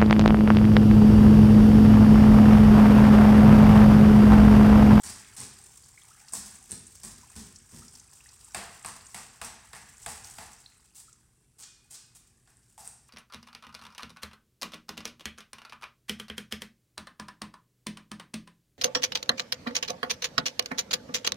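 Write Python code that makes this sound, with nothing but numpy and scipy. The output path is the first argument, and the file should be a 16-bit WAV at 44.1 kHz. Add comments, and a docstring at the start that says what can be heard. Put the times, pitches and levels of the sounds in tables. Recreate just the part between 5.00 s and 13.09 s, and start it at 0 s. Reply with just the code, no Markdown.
"""In a tiled fish shop a tap runs over a bunch of herbs into a steel sink, is shut, and the herbs are shaken dry.
Further off a hand scaler rasps and strikes a fish on a cutting board, and the table under it thuds.
A freezer hums over a low rush; a faint thin whistle comes late; a small microphone with a bright peak hears it all.
Water and scales are random clicks and damped sines, played through resonances and spectra.
The hard walls are decaying noise that rings on after every stroke."""
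import sys
import numpy as np
from scipy import signal
from scipy.fft import rfft, irfft, next_fast_len
from scipy.io import wavfile
from scipy.ndimage import map_coordinates

SR = 44100
rng = np.random.default_rng(int(sys.argv[2]) if len(sys.argv) > 2 else 0)


def unload_wav(signal):
    """Save mono or channel-first audio to the path in sys.argv[1] as 16-bit WAV at rate SR, clipped to [-1, 1]."""
    wavfile.write(
        sys.argv[1],
        SR,
        np.round(np.clip(np.atleast_2d(signal).T, -1, 1) * 32767).astype(np.int16),
    )


N = 356769
TIME = np.arange(N) / SR
FREQS = np.fft.rfftfreq(8192, 1 / SR)

# resonances of the cutting board: pitch_hz, width_hz, level_db
BOARD_MODES = [(465, 41, -0.5), (670, 77, 4), (835, 110, 3.5), (1114, 178, 2), (1457, 510, -1.5),
               (1925, 580, -2.5), (2710, 300, -6.5)]
# resonances of the table top and frame: pitch_hz, width_hz, level_db
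TABLE_MODES = [(55.5, 28, 1.5), (91.5, 50, 2), (148, 41, 1), (199.5, 32, 1.5), (245.3, 36, -2),
               (348, 77, -11), (440, 130, -15.5)]
# spectrum of teeth cracking on scales: freq_hz, level_db (per Hz)
CRACK_SPECTRUM = [(100, -21), (1000, -18.5), (3000, -26), (5000, -8.5), (8500, -4), (11000, -14),
                  (15000, -9)]
# spectrum of splashing water: freq_hz, level_db (per Hz)
SPLASH_SPECTRUM = [(100, -10), (400, -3.5), (800, 0), (2000, -7), (3500, -4), (6000, 3), (8000, 2),
                   (11000, -5.5), (15000, 3)]

# a pull with a rasp of FIRM_DB tears this many scales a second; the rate doubles every TEARS_DOUBLE_DB
TEARS_PER_S, FIRM_DB, TEARS_DOUBLE_DB, BOARD_UNDER_RASP_DB = 3200, -47, 6, -9
# the first bite of a pull, relative to its rasp; BITE_GROWS is dB more per dB of rasp, so a soft pull hardly bites
BITE_S, BITE_DB, BITE_GROWS = .006, 1, .5
TUG_TILT_DB = 1.5  # per octave: quick tugs favour the higher modes of the table
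SNAP_HZ, SNAP_CYCLES = 8680, 2.26  # a snap decays to 1/e in this many cycles
KNOCK_WIDTH = 0.29  # bandwidth of the hollow knock over its pitch
SLAP_DB, BOARD_DB, THUD_DB = -1, 1.5, -4  # wet flesh, board and table, relative to the force of a blow
HEAVIEST_THUD_DB = -44  # the flesh cushions anything heavier
# the short drag after a blow
DRAG_AFTER_S, DRAG_S, DRAG_FADE_DB, DRAG_TILT_DB, DRAG_TEARS_PER_S = .014, 0.029, 3.5, 1, 1600
DRAG_BOARD_DB, DRAG_TABLE_DB = -13.5, -18  # relative to the force of the blow
SPLASH_DB, TINKLE_DB, DRUM_DB, GURGLE_DB = -3.5, -13, -8.5, -3  # share of each layer of the stream
SMALL_DROP_DB, SMALL_DROP_RANGE_DB = 5, 7  # the largest random drop over the splash, and the range below it
SMALL_DROP_HZ, SMALL_DROP_OCTAVES = 7000, 0.96  # middle pitch and full range
SPAT_S, SPAT_WIDTH, SPAT_FADE_DB_PER_S = .0047, 0.41, 900  # one drop: length, bandwidth over pitch, decay
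BLIP_CYCLES, BLIP_RISE = 7.8, 0.066  # cycles to decay to 1/e, and the glide of a bubble
SPRAY_RISE_S, SLOSH_AFTER_S, SLOSH_S = 0.0047, 0.041, 0.015  # fine drops swell first; the bulk lands later
SIDE_DB = -61  # how much the two channels differ
TOP_HZ = 15900  # nothing passes the microphone from here up


def amp(db):
    """Decibels to gain."""
    return 10 ** (np.asarray(db) / 20)


def unit(x):
    """Scaled to rms 1."""
    return x / np.sqrt(np.mean(x ** 2) + 1e-20)


def lasting(x, seconds):
    """Scaled to the energy of an rms-1 sound of that length."""
    return x * np.sqrt(seconds * SR / (np.sum(x ** 2) + 1e-20))


def along(points, hz):
    """(Hz, value) points read on a log frequency axis."""
    f, v = np.transpose(points)
    return np.interp(np.log(hz + 1), np.log(f + 1), v)


def tilted(points, tilt_db):
    """A spectrum leaned by tilt_db an octave, pivoting at the sample rate."""
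    return [(hz, db + tilt_db * np.log2(hz / SR)) for hz, db in points]


def wobble(rate):
    """A smooth random curve, rate knots a second, mirrored once its 400 knots run out."""
    return map_coordinates(rng.standard_normal(400), [TIME * rate], mode="mirror")


def colour(points):
    """Causal, minimum-phase impulse response with the given spectrum."""
    cepstrum = irfft(np.log(amp(along(points, FREQS))))
    half = len(cepstrum) // 2
    cepstrum[1:half] *= 2
    cepstrum[half + 1:] = 0
    return irfft(np.exp(rfft(cepstrum)))


def body(modes):
    """Impulse response of a set of resonances, with alternating signs."""
    response = 0
    for k, (hz, width, db) in enumerate(modes):
        damping = 1j * FREQS * width
        response = response + (-1) ** k * amp(db) * damping / (hz * hz - FREQS ** 2 + damping)
    return irfft(response)


def through(x, response):
    """x played through an impulse response."""
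    return signal.fftconvolve(x, response)


def add(track, s, x):
    """Mix x into the track at time s."""
    start = int(np.clip(round(s * SR), 0, N - 1))
    track[start:start + len(x)] += x[:N - start]


def clicks(size, rate, spread_db):
    """Random impulses of log-normal strength, capped at two spreads, rate a second."""
    chance, strength = rng.random(size), rng.standard_normal(size)
    signs = rng.choice([-1, 1], size)
    return (chance < rate / SR) * signs * amp(spread_db * np.minimum(strength, 2))


def burst(length, fade_db, rate, spread_db):
    """A run of clicks that fades along its length (a negative fade swells) and then dies quickly."""
    t = np.arange(SR // 5) / SR
    fade = amp(-fade_db * np.minimum(t / length, 1))
    end = np.exp(-np.maximum(t - length, 0) / 0.004)
    return clicks(len(t), rate, spread_db) * fade * end


def ping(hz, cycles, glide):
    """Damped sines, one row per pitch, that fall to 1/e every so many cycles; glide lifts their pitch."""
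    t = np.arange(SR // 30) / SR
    hz = np.reshape(hz, (-1, 1))
    age = t * hz / cycles
    wave = np.sin(2 * np.pi * hz * t * (1 + glide * np.minimum(age, 2)))
    return wave * np.exp(-age) * (1 - np.exp(-4 * age))


def room(x, wet_db, direct=(1,)):
    """Direct sound plus the tiles' answer: noise decaying at each pitch's own rate, a little held back at first."""
    # reverberation of the tiles: freq_hz, t60_s
    tile_decay = [(100, 0.52), (260, 0.92), (700, 0.56), (1800, 0.75), (4800, 0.63), (8500, 0.45),
                  (14000, 0.28)]
    hz, t, z = signal.stft(rng.standard_normal(SR), SR, nperseg=256)
    decay = amp(-60 * t / along(tile_decay, hz)[:, None])
    tail = signal.istft(z * decay, SR, nperseg=256)[1]
    tail *= 1 - 0.077 * np.exp(-np.arange(len(tail)) / SR / 0.049)
    response = amp(wet_db) * tail / np.linalg.norm(tail)
    response[:len(direct)] += direct
    return through(x, response)[:N]


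def flow(t):
    """Levels of the splash and the gurgle at times t, in dB, before each layer's share."""
    # the stream while the tap runs: time_s, splash_db, gurgle_db
    running = [(0.0, -52, -56), (0.09, -54, -54.5), (0.84, -54, -68.5), (1.28, -55, -59.5),
               (1.49, -51.5, -60.5), (1.78, -54, -71), (2.33, -53, -60.5), (2.59, -57, -69),
               (3.6, -53, -65), (3.75, -54.5, -61), (4.03, -50.5, -65), (4.49, -61, -62.5), (5.1, -50, -63),
               (5.32, -50, -58.5), (5.5, -52, -69)]
    # the dribble once it is shut: time_s, splash_db, gurgle_db
    dribbling = [(5.68, -61, -68.5), (6.54, -78.5, -82), (6.88, -72, -75), (7.36, -68.5, -78.5),
                 (7.7, -70.5, -78.5), (8.09, -66, -84)]
    s, *levels = np.transpose([*running, *dribbling])
    return [np.interp(t, s, level) for level in levels]


def bubbling(count, hz, spread, cycles):
    """Bubbles of random time, size and pitch, rms 1."""
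    out = np.zeros(N)
    when = rng.random(count) * N / SR
    pitch, size = rng.standard_normal((2, count))
    rings = ping(hz * np.exp(spread * np.clip(pitch, -2, 2)), cycles, glide=.02)
    gains = amp(3.5 * np.minimum(size, 2))
    for start, gain, ring in zip(when, gains, rings):
        add(out, start, gain * ring)
    return unit(out)


def tap():
    """The stream breaks into clumps of droplets, traps bubbles between the leaves and drums on the basin."""
    # spectrum of the basin under the stream: freq_hz, level_db (per Hz)
    drum_spectrum = [(25, -50), (50, -3), (90, -4), (140, -10), (220, -30.5), (450, -25), (800, -36)]
    splash_db, gurgle_db = flow(TIME)
    clumps = amp(3.16 * wobble(rate=32) + 4.2 * wobble(rate=150))
    droplets = clicks(N, rate=4000, spread_db=2.5) * clumps
    splash = amp(splash_db + SPLASH_DB) * unit(through(droplets, colour(SPLASH_SPECTRUM))[:N])
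    # small bubbles tinkle, large ones gurgle
    tinkle = amp(splash_db + TINKLE_DB) * bubbling(count=1200, hz=6600, spread=.2, cycles=5)
    gurgle = amp(gurgle_db + GURGLE_DB) * bubbling(count=2600, hz=1700, spread=.4, cycles=3.5)
    hits = clicks(N, rate=550, spread_db=4.5)
    drum = amp(splash_db + DRUM_DB) * unit(through(hits, colour(drum_spectrum))[:N])
    return room(splash + tinkle, wet_db=-5.0) + room(gurgle, wet_db=-5.0) + drum


def freezer():
    """Motor hum, unsteady in level and phase, over the low rush of the shop."""
    # hum of the motor: pitch_hz, level_db (rms)
    hum_tones = [(58, -76), (120, -74), (232, -78.5)]
    # spectrum of the rush: freq_hz, level_db (per Hz)
    rush_spectrum = [(20, -23), (35, -1.5), (55, -1.5), (80, -5), (130, -2), (230, -13), (400, -14.5),
                     (600, -25.5), (1500, -40.5), (4000, -32.5), (15000, -32)]
    hum = np.zeros(N)
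    for hz, db in hum_tones:
        level = amp(db + 0.91 * wobble(rate=2.3)) * np.sqrt(2)
        hum += level * np.sin(2 * np.pi * hz * TIME + .5 * wobble(rate=6.5))
    rush = unit(through(rng.standard_normal(N), colour(rush_spectrum))[:N])
    return hum + amp(-65.5) * rush


def scrape(length, fade_db, tilt_db, rate, rasp_db, board_db, table_db):
    """Teeth tear through rows of scales; their tugging shakes board and table."""
    # spectrum of tearing scales: freq_hz, level_db (per Hz)
    rasp_spectrum = [(100, -29), (600, -12), (1400, -7.5), (3000, -7), (5500, 4), (8500, -1), (11000, -4.5),
                     (15000, -0.5)]
    rasp = colour(tilted(rasp_spectrum, tilt_db))
    tears = through(burst(length, fade_db, rate, spread_db=9), rasp)
    tugs = burst(length, fade_db, rate=2500, spread_db=2)
    tugged_table = [(hz, width, db + TUG_TILT_DB * np.log2(hz / SR)) for hz, width, db in TABLE_MODES]
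    board = amp(board_db) * lasting(through(tugs, body(BOARD_MODES)), length)
    table = amp(table_db) * lasting(through(tugs, body(tugged_table)), length)
    return room(amp(rasp_db) * lasting(tears, length), wet_db=2.5) + room(board + table, wet_db=0.0)


def strokes():
    """Long pulls along the fish: the teeth bite with a short crack; the firmer the pull, the denser the rasp."""
    # pulls of the scaler, levels before the room:
    # start_s, length_s, rasp_db, table_db, fade_db (over the stroke), tilt_db (per octave)
    pulls = [(.034, 0.073, -46, -51, 0, -1.5), (.3655, 0.073, -47.5, -51.5, -1, -1),
             (1.322, 0.062, -47, -50.5, 1, 5), (1.692, 0.037, -49, -46.5, -9.5, -1),
             (2.034, 0.046, -48.5, -49.5, 9, 1), (2.355, 0.06, -52.5, -46, 13, -2),
             (2.719, 0.075, -56.5, -50.5, 3, 0.5), (7.778, 0.1, -54.5, -69, -4, 3.5)]
    out = np.zeros(N)
    for s, length, rasp_db, table_db, fade_db, tilt_db in pulls:
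        rate = TEARS_PER_S * 2 ** ((rasp_db - FIRM_DB) / TEARS_DOUBLE_DB)
        board_db = rasp_db + BOARD_UNDER_RASP_DB
        add(out, s, scrape(length, fade_db, tilt_db, rate, rasp_db, board_db, table_db))
        bite = through(burst(BITE_S, fade_db=1, rate=8000, spread_db=-1), colour(CRACK_SPECTRUM))
        bite_db = rasp_db + min(fade_db, 0) + BITE_DB + BITE_GROWS * (rasp_db - FIRM_DB)
        add(out, s, room(amp(bite_db) * lasting(bite, BITE_S), wet_db=2))
    return out


def small_drops(count):
    """Drops at random times, their level following the stream: rows of start_s, level_db, pitch_hz."""
    place, size, pitch = rng.random((count, 3)).T
    s = (np.arange(count) + place) / count * N / SR
    db = flow(s)[0] + SMALL_DROP_DB - SMALL_DROP_RANGE_DB * size
    return np.transpose([s, db, SMALL_DROP_HZ * 2 ** (SMALL_DROP_OCTAVES * (pitch - .5))])


def drops():
    """A near drop spatters for a few milliseconds: clicks through a doubled resonance."""
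    # the loudest drops in the sink: start_s, level_db, pitch_hz
    loud_drops = [(1.284, -43.5, 4840), (1.554, -47, 7200), (1.867, -45.5, 7960), (2.5592, -42, 5500),
                  (2.8815, -44, 5600), (2.952, -43.5, 5360), (2.9968, -45, 6200), (3.289, -46, 5030),
                  (3.445, -48, 8100), (4.066, -44.5, 6640), (5.244, -40, 5060), (6.129, -50.5, 6570)]
    out = np.zeros(N)
    for s, db, hz in [*loud_drops, *small_drops(count=40)]:
        ring = body([(hz, hz * SPAT_WIDTH, 0)])
        spat = through(burst(SPAT_S, fade_db=0.5, rate=7500, spread_db=-2.5), through(ring, ring))
        spat *= amp(-SPAT_FADE_DB_PER_S * np.arange(len(spat)) / SR)
        add(out, s, amp(db) * lasting(spat, 0.0019))
    return room(out, wet_db=-7.5)


def snaps():
    """A stiff scale lets go with one tiny click, a very short damped sine."""
    # the loudest single scales: start_s, level_db
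    loud_scales = [(.1017, -28), (0.404, -24), (.415, -26), (1.71, -23), (1.718, -18), (2.0492, -25.5),
                   (3.8608, -21.5), (7.5702, -44), (7.876, -24)]
    out = np.zeros(N)
    for s, db in loud_scales:
        add(out, s, amp(db) * ping(SNAP_HZ, SNAP_CYCLES, glide=0)[0])
    return room(out, wet_db=-2.5)


def blips():
    """A trapped bubble close by rings with a rising pitch."""
    # the clearest bubbles and drips: start_s, level_db (before its decay), pitch_hz (before its rise)
    clear_bubbles = [(.976, -39, 2000), (1.019, -45, 3060), (1.108, -47, 1160), (2.232, -46.5, 903),
                     (2.821, -44.5, 1170), (3.205, -44.5, 2420), (3.259, -45, 1730), (5.661, -34, 3720),
                     (6.081, -49, 1190)]
    out = np.zeros(N)
    for s, db, hz in clear_bubbles:
        add(out, s, amp(db) * ping(hz, BLIP_CYCLES, BLIP_RISE)[0])
    return room(out, wet_db=-10)


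def blows():
    """A crack of teeth on scales, a slap of wet flesh, the board, a knock pitched by the spot, a thud, a short drag."""
    # the scaler lands on the fish: start_s, force_db, crack_db, knock_db, knock_pitch_hz, drag_rasp_db
    landings = [(1.3349, -53, -32, -45, 1026, -42), (3.5463, -33, -37, -34.5, 710, -48.5),
                (3.8469, -39.5, -44.5, -38.5, 1050, -47.5), (4.145, -40, -41, -48, 760, -48.5),
                (4.4147, -37.5, -42, -43.5, 890, -44.5), (4.7319, -43.5, -52, -45.5, 1880, -53.5),
                (5.062, -38, -40.5, -37.5, 810, -46), (5.384, -42, -49.5, -43, 850, -54.5),
                (7.474, -64.5, -68, -64, 1600, -72), (7.778, -58, -59, -44, 800, -56.5)]
    # spectrum of wet flesh: freq_hz, level_db (per Hz)
    slap_spectrum = [(100, -0.5), (400, -7.5), (700, -3.5), (1500, 2), (2400, -1.5), (3600, 1.5), (4800, 4),
                     (6500, -10), (15000, -6)]
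    out, contact_s = np.zeros(N), .004
    crack, slap = colour(CRACK_SPECTRUM), colour(slap_spectrum)
    board, table = body(BOARD_MODES), body(TABLE_MODES)
    for s, force_db, crack_db, knock_db, hz, drag_db in landings:
        knock = body([(hz, hz * KNOCK_WIDTH, 0)])
        parts = [(crack, crack_db), (slap, force_db + SLAP_DB), (board, force_db + BOARD_DB),
                 (through(knock, knock), knock_db)]
        for ring, db in parts:
            # the teeth meet the fish one after another within the contact time
            teeth = burst(contact_s, fade_db=11, rate=16000, spread_db=2)
            direct = teeth / np.linalg.norm(teeth)
            add(out, s, room(amp(db) * lasting(ring, contact_s), wet_db=1.0, direct=direct))
        thud_db = min(force_db + THUD_DB, HEAVIEST_THUD_DB)
        add(out, s, room(amp(thud_db) * lasting(table, contact_s), wet_db=1.5))
        drag = scrape(DRAG_S, DRAG_FADE_DB, DRAG_TILT_DB, DRAG_TEARS_PER_S, drag_db,
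                      board_db=force_db + DRAG_BOARD_DB, table_db=force_db + DRAG_TABLE_DB)
        add(out, s + DRAG_AFTER_S, drag)
    return out


def sprays():
    """Showers of droplets swell and patter on the sink; the bulk of the water follows and makes its walls ring."""
    # water flung from the herbs: start_s, length_s, level_db, tilt_db (per octave), steel_ring_db
    shakes = [(5.945, 0.067, -50, 2, -65), (6.583, 0.062, -52, 0, -49), (6.901, 0.058, -49, 0.5, -51),
              (7.148, 0.024, -53, 0.5, -80)]
    # resonances of the sink walls: pitch_hz, width_hz, level_db
    steel_modes = [(1100, 400, -10), (1700, 400, -9), (2800, 900, -8), (4600, 800, 0), (5500, 800, 0),
                   (7000, 1100, -3)]
    out, steel = np.zeros(N), body(steel_modes)
    for s, length, db, tilt_db, ring_db in shakes:
        splash = colour(tilted(SPLASH_SPECTRUM, tilt_db))
        patter = burst(length, fade_db=3.5, rate=5600, spread_db=7.0)
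        patter *= 1 - np.exp(-np.arange(len(patter)) / SR / SPRAY_RISE_S)
        slosh = burst(SLOSH_S, fade_db=-4, rate=4600, spread_db=5.5)
        shower = amp(db) * lasting(through(patter, splash), length)
        ringing = amp(ring_db) * lasting(through(slosh, steel), SLOSH_S)
        add(out, s, room(shower, wet_db=-1.0))
        add(out, s + SLOSH_AFTER_S, room(ringing, wet_db=1.0))
    return out


def whistle():
    """Two faint thin tones of wavering pitch, one after the other, blurred by the room."""
    # one list of points per tone: time_s, pitch_hz, level_db
    tones = [
        [(6.36, 2700, -93), (6.43, 2720, -94), (6.56, 2650, -104)],
        [(6.66, 2420, -69), (6.8, 2460, -83), (7.1, 2530, -81), (7.24, 2400, -91)],
    ]
    out = np.zeros(N)
    for tone in tones:
        s, hz, db = np.transpose(tone)
        pitch = np.interp(TIME, s, hz) * (1 + 0.0126 * wobble(rate=39))
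        level = amp(np.interp(TIME, s, db)) * (TIME > s[0]) * (TIME < s[-1])
        out += level * np.sin(2 * np.pi * np.cumsum(pitch) / SR)
    return room(out, wet_db=3.5)


def scene():
    """Nearly the same sound in both channels; they differ only very faintly."""
    water = tap() + drops() + blips() + sprays()
    fish = strokes() + snaps() + blows()
    mid = water + fish + freezer() + whistle()
    side = room(mid, SIDE_DB, direct=(0,))
    return np.array([mid + side, mid - side])


def record(dry):
    """The microphone's bright peak, then the band limit."""
    # microphone colour: freq_hz, level_db
    mic_response = [(400, -3.5), (560, -6), (750, -2), (2400, 0), (3400, 0.5), (4100, -1), (4800, 0),
                    (6600, 0.5), (8300, 9), (9300, 6), (10500, 3), (12500, -4.5), (15000, -10.5)]
    heard = through(dry, colour(mic_response)[None])
    size = next_fast_len(heard.shape[1])
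    passed = np.fft.rfftfreq(size, 1 / SR) < TOP_HZ
    return irfft(rfft(heard, size) * passed, size)[:, :N]


dry = scene()
out = record(dry)
unload_wav(out)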